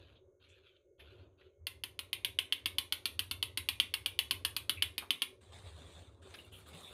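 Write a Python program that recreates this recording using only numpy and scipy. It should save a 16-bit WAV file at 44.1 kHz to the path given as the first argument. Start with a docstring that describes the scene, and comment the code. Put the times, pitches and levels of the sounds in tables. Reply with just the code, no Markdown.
"""A small kitchen. A steel spoon stirs thick batter in a plastic-rimmed mesh strainer, with wet squelches,
then raps the rim about eight times a second to shake the batter through, ringing spoon, rim and frame.
Then it goes back to rubbing the mesh, rasping over the wires. Counter and walls answer the spoon.
Underneath: a low rumble, hands on the strainer, a room hum and, late on, spells of soft hiss."""
import sys
import numpy as np
from scipy import signal
from scipy.fft import rfft, irfft, next_fast_len
from scipy.io import wavfile
from scipy.ndimage import uniform_filter1d, map_coordinates

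SR = 44100
rng = np.random.default_rng(int(sys.argv[2]) if len(sys.argv) > 2 else 0)


def to_wav(sig):
    """Store sig (one row per channel, or 1-D mono) as 16-bit WAV at the path in sys.argv[1].

    Samples outside -1..1 are clipped; the rate is SR.
    """
    pcm = np.clip(np.atleast_2d(sig), -1, 1) * 32767
    pcm = np.round(pcm).astype(np.int16)
    wavfile.write(sys.argv[1], SR, pcm.T)  # frames by channels


N = 305613


def amp(db):
    return 10 ** (np.asarray(db) / 20)


def unit(x):
    return x / np.sqrt(np.mean(x ** 2) + 1e-20)


def along(points, hz):
    """Interpolate (Hz, value) points on a log frequency axis."""
    knots_hz, values = np.transpose(points)
    return np.interp(np.log(hz + 1), np.log(knots_hz + 1), values)


def level(rows):
    """Gain per sample from (s, dB) rows, silent outside them."""
    s, db = np.transpose(rows)
    return amp(np.interp(np.arange(N) / SR, np.r_[s[0] - .03, s, s[-1] + .03], np.r_[-120, db, -120]))


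def gestures(rows, attack_s, sag_db_per_s, release_db_per_s):
    """Gain per sample from (start s, length s, dB) rows: rise, sag, release."""
    gain = np.zeros(N)
    for start_s, length_s, db in rows:
        t = np.maximum(np.arange(N) / SR - start_s, 0)
        fall_db = sag_db_per_s * np.minimum(t, length_s) + release_db_per_s * np.maximum(t - length_s, 0)
        gain += np.minimum(t / attack_s, 1) * amp(db - fall_db)
    return gain


def wobble(rate_hz):
    """Smooth random curve, rate_hz knots a second."""
    knots = rng.standard_normal(int(N * rate_hz / SR) + 4)
    return map_coordinates(knots, [np.arange(N) * rate_hz / SR])


def filtered(x, response):
    """Zero-phase filter; response maps Hz to gain."""
    size = next_fast_len(len(x) + 8192)
    return irfft(rfft(x, size) * response(np.fft.rfftfreq(size, 1 / SR)), size)[:len(x)]


def coloured(x, spectrum):
    """x shaped by a (Hz, dB) spectrum, rms 1."""
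    return unit(filtered(x, lambda hz: amp(along(spectrum, hz))))


def noise(spectrum):
    return coloured(rng.standard_normal(N), spectrum)


def add(track, start_s, sound):
    i = max(round(start_s * SR), 0)
    track[i:i + len(sound)] += sound[:max(len(track) - i, 0)]


def friction(spectrum, slips_per_s, spread_db, bed_gain):
    """Tiny uneven slips on a bed of smooth rubbing."""
    slips = (rng.random(N) < slips_per_s / SR) * rng.standard_normal(N)
    slips *= amp(spread_db * rng.standard_normal(N))
    return coloured(unit(slips) + bed_gain * rng.standard_normal(N), spectrum)


def patchy(x, depth_db):
    """Passing resonances: each narrow band swells and fades on its own."""
    bands = signal.stft(x, nperseg=512)[2]
    swell = uniform_filter1d(rng.standard_normal(bands.shape), size=3, axis=0)
    swell = uniform_filter1d(swell, size=7, axis=1)
    return unit(signal.istft(bands * amp(depth_db * unit(swell)), nperseg=512)[1][:N])


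def ring(modes, t, attack_s, scatter_db, detune):
    """Damped modes; each blow lands elsewhere, shifting strengths and pitches a little."""
    hz, db, t60_s = np.transpose(modes)[:, :, None]
    strength, shift = rng.standard_normal((2, len(modes), 1))
    decay = amp(db + scatter_db * strength - 60 * t / t60_s)
    waves = decay * np.sin(2 * np.pi * hz * (1 + detune * shift) * t)
    return waves.sum(0) * (1 - np.exp(-t / attack_s))


# Rubbing spectrum in batter. Each row: frequency in Hz, relative level in dB.
BATTER_SPECTRUM = [(500, -29), (750, -29), (1000, -20), (1450, 2.5), (1950, -11), (2600, 3), (3500, 2.5),
                   (4400, -7.5), (5300, -25.5), (7000, -26.5), (9000, -32), (11500, -22), (15000, -61)]
# Spoon strokes. Each row: start in seconds, length in seconds, rub in dB, push on the strainer in dB.
BATTER_STROKES = [(-0.03, 0.13, -64.5, -58.5), (0.396, 0.18, -67, -70), (0.621, 0.11, -69.5, -87),
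                  (0.98, 0.25, -67, -59), (1.373, 0.079, -72.5, -75)]


def stirring():
    """Spoon friction deep in the batter, which muffles it."""
    rubs = [(start_s, length_s, rub_db) for start_s, length_s, rub_db, _ in BATTER_STROKES]
    gain = gestures(rubs, attack_s=.029, sag_db_per_s=17, release_db_per_s=220)
    slips = friction(BATTER_SPECTRUM, slips_per_s=1200, spread_db=2, bed_gain=.7)
    return gain * amp(1.9 * wobble(29.4)) * patchy(slips, depth_db=4)


# Spectra of rumble and hand noise. Each row: frequency in Hz, relative level in dB.
RUMBLE_SPECTRUM = [(25, -36), (45, -17), (62, -7.5), (75, 3), (92, 3.5), (112, -6.5), (160, -24.5),
                   (300, -39), (1500, -120)]
HAND_SPECTRUM = [(90, -15), (170, -14.5), (300, 0), (430, -3.5), (600, -6.5), (800, -16), (1100, -14.5),
                 (2000, -33), (6000, -120)]
# Envelopes of rumble and hand noise. Each row: time in seconds, relative level in dB.
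RUMBLE_ENVELOPE = [(1.56, -85), (1.6, -60.5), (1.99, -64.5), (2.31, -57), (2.59, -74), (2.65, -58.5),
                   (2.99, -68.5), (3.16, -56), (3.8, -58), (3.89, -64), (3.97, -59.5), (4.84, -56),
                   (5.22, -75), (5.67, -54.5), (6.44, -66.5), (6.47, -57.5), (6.85, -68), (6.93, -57)]
HAND_ENVELOPE = [(1.6, -87), (2.21, -72.5), (4.11, -75.5), (4.43, -71), (5.14, -74), (5.36, -91),
                 (5.56, -80), (5.74, -72.5), (6.61, -73), (6.85, -71)]


def rumble_and_hands():
    """Low rumble and hands shifting on the strainer; both swell with each stroke's push."""
    pushes = [(start_s, length_s, push_db) for start_s, length_s, _, push_db in BATTER_STROKES]
    push = gestures(pushes, attack_s=.015, sag_db_per_s=2.9, release_db_per_s=71)
    rumble = (amp(1.5) * level(RUMBLE_ENVELOPE) + push) * noise(RUMBLE_SPECTRUM)
    hand_gain = amp(4) * level(HAND_ENVELOPE) + amp(-9) * push
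    return rumble + hand_gain * amp(1.9 * wobble(18)) * noise(HAND_SPECTRUM)


# Room hum tones, drone spectrum and air spectrum. Each row: frequency in Hz, relative level in dB.
HUM_TONES = [(380, -2), (565, -11.5), (1440, -26), (2180, -27.5)]
DRONE_SPECTRUM = [(100, -2.5), (210, -26.5), (290, -21.5), (360, 5.5), (410, 3.5), (480, -4.5), (570, 1),
                  (700, -24), (1000, -43.5), (2000, -50.5), (4000, -56.5)]
AIR_SPECTRUM = [(100, 6.5), (800, -17.5), (1500, 7.5), (4500, -33), (5500, -5.5), (6400, 13.5), (7500, 0.5),
                (15000, -8.5)]


def room_hum():
    """Hollow drone with a few wavering tones, over faint still air."""
    t = np.arange(N) / SR
    tones = sum(amp(db + 3 * wobble(8)) * np.sin(2 * np.pi * hz * t + 1.3 * wobble(16))
                for hz, db in HUM_TONES)
    drone = amp(3.2 * wobble(12)) * noise(DRONE_SPECTRUM)
    return amp(-72) * (drone + tones) + amp(-96) * noise(AIR_SPECTRUM)


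# Counter and wall reflections. Each row: delay in seconds, gain in dB.
REFLECTIONS = [(.003, -27.5), (.0072, -16.5), (0.0094, -19.5), (0.0184, -27.5)]
# Room tail spectrum. Each row: frequency in Hz, relative level in dB.
TAIL_SPECTRUM = [(200, 2.5), (1100, 2), (1600, -0.5), (2200, 6.5), (2750, 3), (3080, -2), (3450, 0.5),
                 (3850, 3.5), (4500, -11.5), (7000, 0.5), (10000, 1), (14000, 3.5)]
# Room decay. Each row: frequency in Hz, T60 in seconds.
TAIL_T60_S = [(200, 0.57), (1000, 0.37), (3000, 0.2), (6000, 0.35), (10000, 0.22), (15000, 0.16)]


def kitchen(x, tail_db, build_s):
    """Direct sound, near reflections and a diffuse tail that builds up, then dies by band."""
    hz, t, bands = signal.stft(rng.standard_normal(SR // 3), SR, nperseg=256)
    band_db = along(TAIL_SPECTRUM, hz)[:, None] - 60 * t / along(TAIL_T60_S, hz)[:, None]
    tail = signal.istft(bands * amp(band_db), SR, nperseg=256)[1]
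    tail *= 1 - np.exp(-np.arange(len(tail)) / SR / build_s)
    response = amp(tail_db) * tail / np.linalg.norm(tail)
    response[0] += 1
    for delay_s, db in REFLECTIONS:
        response[round(delay_s * SR)] += amp(db)
    return signal.fftconvolve(x, response)


# Squelches and squeaks. Each row: start in seconds, level in dB, pitch in Hz, width in Hz,
# length in seconds.
WET_SQUELCHES = [(0.151, -67.5, 3360, 600, 0.033), (0.485, -75.5, 7200, 1800, 0.038),
                 (0.764, -65.5, 3180, 600, 0.0072), (0.994, -58.5, 2620, 1220, 0.026),
                 (0.99, -75, 11300, 1600, 0.04), (1.41, -61.5, 2260, 1000, 0.012),
                 (4.77, -47.5, 2460, 262, 0.02), (4.797, -61, 2650, 250, 0.023),
                 (5.008, -56, 1460, 304, 0.015), (5.019, -51.5, 1177, 504, 0.027),
                 (6.339, -48, 2640, 1800, 0.016), (6.382, -56, 2880, 200, 0.027),
                 (6.442, -61.5, 2800, 120, 0.02), (6.518, -57, 3030, 360, 0.053),
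                 (6.829, -54.5, 3580, 199, 0.071)]


def squelches():
    """Brief narrow-band bursts as the wet spoon sticks and lets go."""
    out, t = np.zeros(N), np.arange(SR // 4) / SR
    for start_s, db, pitch_hz, width_hz, length_s in WET_SQUELCHES:
        white = rng.standard_normal(len(t))
        band = unit(filtered(white, lambda hz: 1 / (1 + (.72 * (hz - pitch_hz) / width_hz) ** 2) ** 2))
        peak_s = length_s / 3
        add(out, start_s, amp(db) * band * t / peak_s * np.exp(1 - t / peak_s))
    return out


# Modes of the spoon, the rim with its mesh, and the hand-damped plastic frame.
# Each row: frequency in Hz, relative level in dB, T60 in seconds.
SPOON_MODES = [(4640, -10, .008), (5450, -21, .006), (8130, -29, .008), (9000, -22, .008),
               (11750, -22, .006), (13600, -22, .005), (4002, -24, .035), (4370, -6, .012),
               (6400, -32, .035), (10235, -25, .04), (10330, -27, .09)]
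RIM_MODES = [(2260, -27, .025), (2510, -20, .02), (3100, 2, .005), (2785, -19, .03), (3045, -14, .022),
             (3340, -15, .026), (3625, -27, .028)]
FRAME_MODES = [(286, -22, 0.036), (962, -31, 0.054), (1064, -17, 0.032), (1437, -33, 0.022),
               (1570, -40, 0.0053)]
# Contact spectrum. Each row: frequency in Hz, relative level in dB.
CRACK_SPECTRUM = [(60, -34), (250, -10.5), (700, -18), (1500, -6.5), (2100, -5), (3000, 7), (5000, -5),
                  (6200, -20.5), (7500, -21.5), (8600, -7), (10000, -3), (11300, -5.5), (13900, -6),
                  (15600, -30.5)]
# Blows on the rim. Each row: start in seconds, overall gain in dB, relative rim clack in dB.
RIM_RAPS = [(1.6684, -28, -7), (1.8365, -28.5, -2.5), (1.9908, -30, -1.5), (2.1298, -27, -1.5),
            (2.247, -24.5, -1), (2.388, -24, 1), (2.5236, -25.5, 1.5), (2.6579, -24, -1),
            (2.7833, -22, -3.5), (2.9234, -23, -3.5), (3.0553, -22.5, -9), (3.192, -22, -9.5),
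            (3.3113, -25.5, -6.5), (3.4266, -24.5, -4.5), (3.5734, -23, -4), (3.6874, -22, -1.5),
            (3.7997, -23, 1), (3.939, -23.5, -3.5), (4.0598, -25, 0.5), (4.1896, -21, -1),
            (4.3093, -20.5, -3.5), (4.4491, -20.5, -13), (4.5646, -23, -8.5), (4.6946, -20.5, -6.5),
            (4.8226, -22, 1), (4.9797, -24.5, -11.5), (5.1056, -24, 2), (5.2194, -23, -1)]


def raps():
    """Each blow rings spoon, rim and frame and shivers the mesh; squarer hits clack louder."""
    out, t = np.zeros(N), np.arange(SR // 8) / SR
    shiver = (1 - np.exp(-t / .00041)) * (amp(-60 * t / .024) + amp(-14 - 60 * t / .12))
    for start_s, db, clack_db in RIM_RAPS:
        spoon = ring(SPOON_MODES, t, attack_s=.0005, scatter_db=1, detune=.0015)
        rim = ring(RIM_MODES, t, attack_s=.0005, scatter_db=.8, detune=.003)
        frame = ring(FRAME_MODES, t, attack_s=.0015, scatter_db=1, detune=.015)
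        crack = shiver * coloured(rng.standard_normal(len(t)), CRACK_SPECTRUM)
        blow = amp(7) * spoon + amp(clack_db + 12.5) * rim + amp(.14 * clack_db) * frame + amp(-5) * crack
        add(out, start_s + .00052, amp(db) * kitchen(blow, tail_db=-7.5, build_s=.0012))
    return out


# Hiss spectrum. Each row: frequency in Hz, relative level in dB.
HISS_SPECTRUM = [(88, -49), (150, 5.5), (228, -5), (263, 2.5), (340, -31), (372, -2), (454, -3.5),
                 (575, -1.5), (641, -4), (2010, -10), (3110, -9), (3600, -1.5), (5360, -23.5),
                 (8600, -12.5), (11500, -31), (15000, -32), (22000, -120)]
# Spells of hiss. Each row: start in seconds, length in seconds, relative level in dB.
HISS_SPELLS = [(5.405, 0.068, -67.5), (5.52, 0.49, -62.5), (6.215, 0.21, -64), (6.51, 0.1, -65.5),
               (6.655, 0.013, -60.5), (6.725, 0.4, -60)]


def hiss():
    """Soft, grainy, flickering hiss after the raps."""
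    gain = gestures(HISS_SPELLS, attack_s=.012, sag_db_per_s=.6, release_db_per_s=105)
    grains = friction(HISS_SPECTRUM, slips_per_s=2400, spread_db=4.5, bed_gain=1.33)
    return gain * amp(2.5 + 1.1 * wobble(30)) * patchy(grains, depth_db=3.5)


# Wire rasp spectrum. Each row: frequency in Hz, relative level in dB.
MESH_SPECTRUM = [(5000, -32), (8000, -70), (9500, 16), (13500, 6), (15500, 2)]
# Scrapes. Each row: start in seconds, length in seconds, relative level in dB.
MESH_SCRAPES = [(6.332, 0.074, -68.5), (6.44, 0.016, -75), (6.52, 0.081, -67.5), (6.665, 0.025, -68),
                (6.73, .2, -70.5)]


def scrapes():
    """The spoon rasps over bare wires."""
    gain = gestures(MESH_SCRAPES, attack_s=.011, sag_db_per_s=12, release_db_per_s=490)
    slips = friction(MESH_SPECTRUM, slips_per_s=1500, spread_db=2, bed_gain=.6)
    return amp(1.1) * gain * patchy(slips, depth_db=2.5)


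def scene():
    """Mono mix of the spoon in the room and the background."""
    rubbing = kitchen(stirring() + squelches() + scrapes(), tail_db=-10.5, build_s=.0032)[:N]
    return (rubbing + rumble_and_hands() + room_hum() + raps() + hiss())[None]


def record(dry):
    """A small microphone loses the deepest bass; a steep band limit cuts the top."""
    bottom_hz, top_hz = 48, 15600
    thin = signal.sosfilt(signal.butter(2, bottom_hz, "highpass", fs=SR, output="sos"), dry[0])
    return filtered(thin, lambda hz: 1 / (1 + (hz / top_hz) ** 120))[None]


dry = scene()
out = record(dry)
to_wav(out)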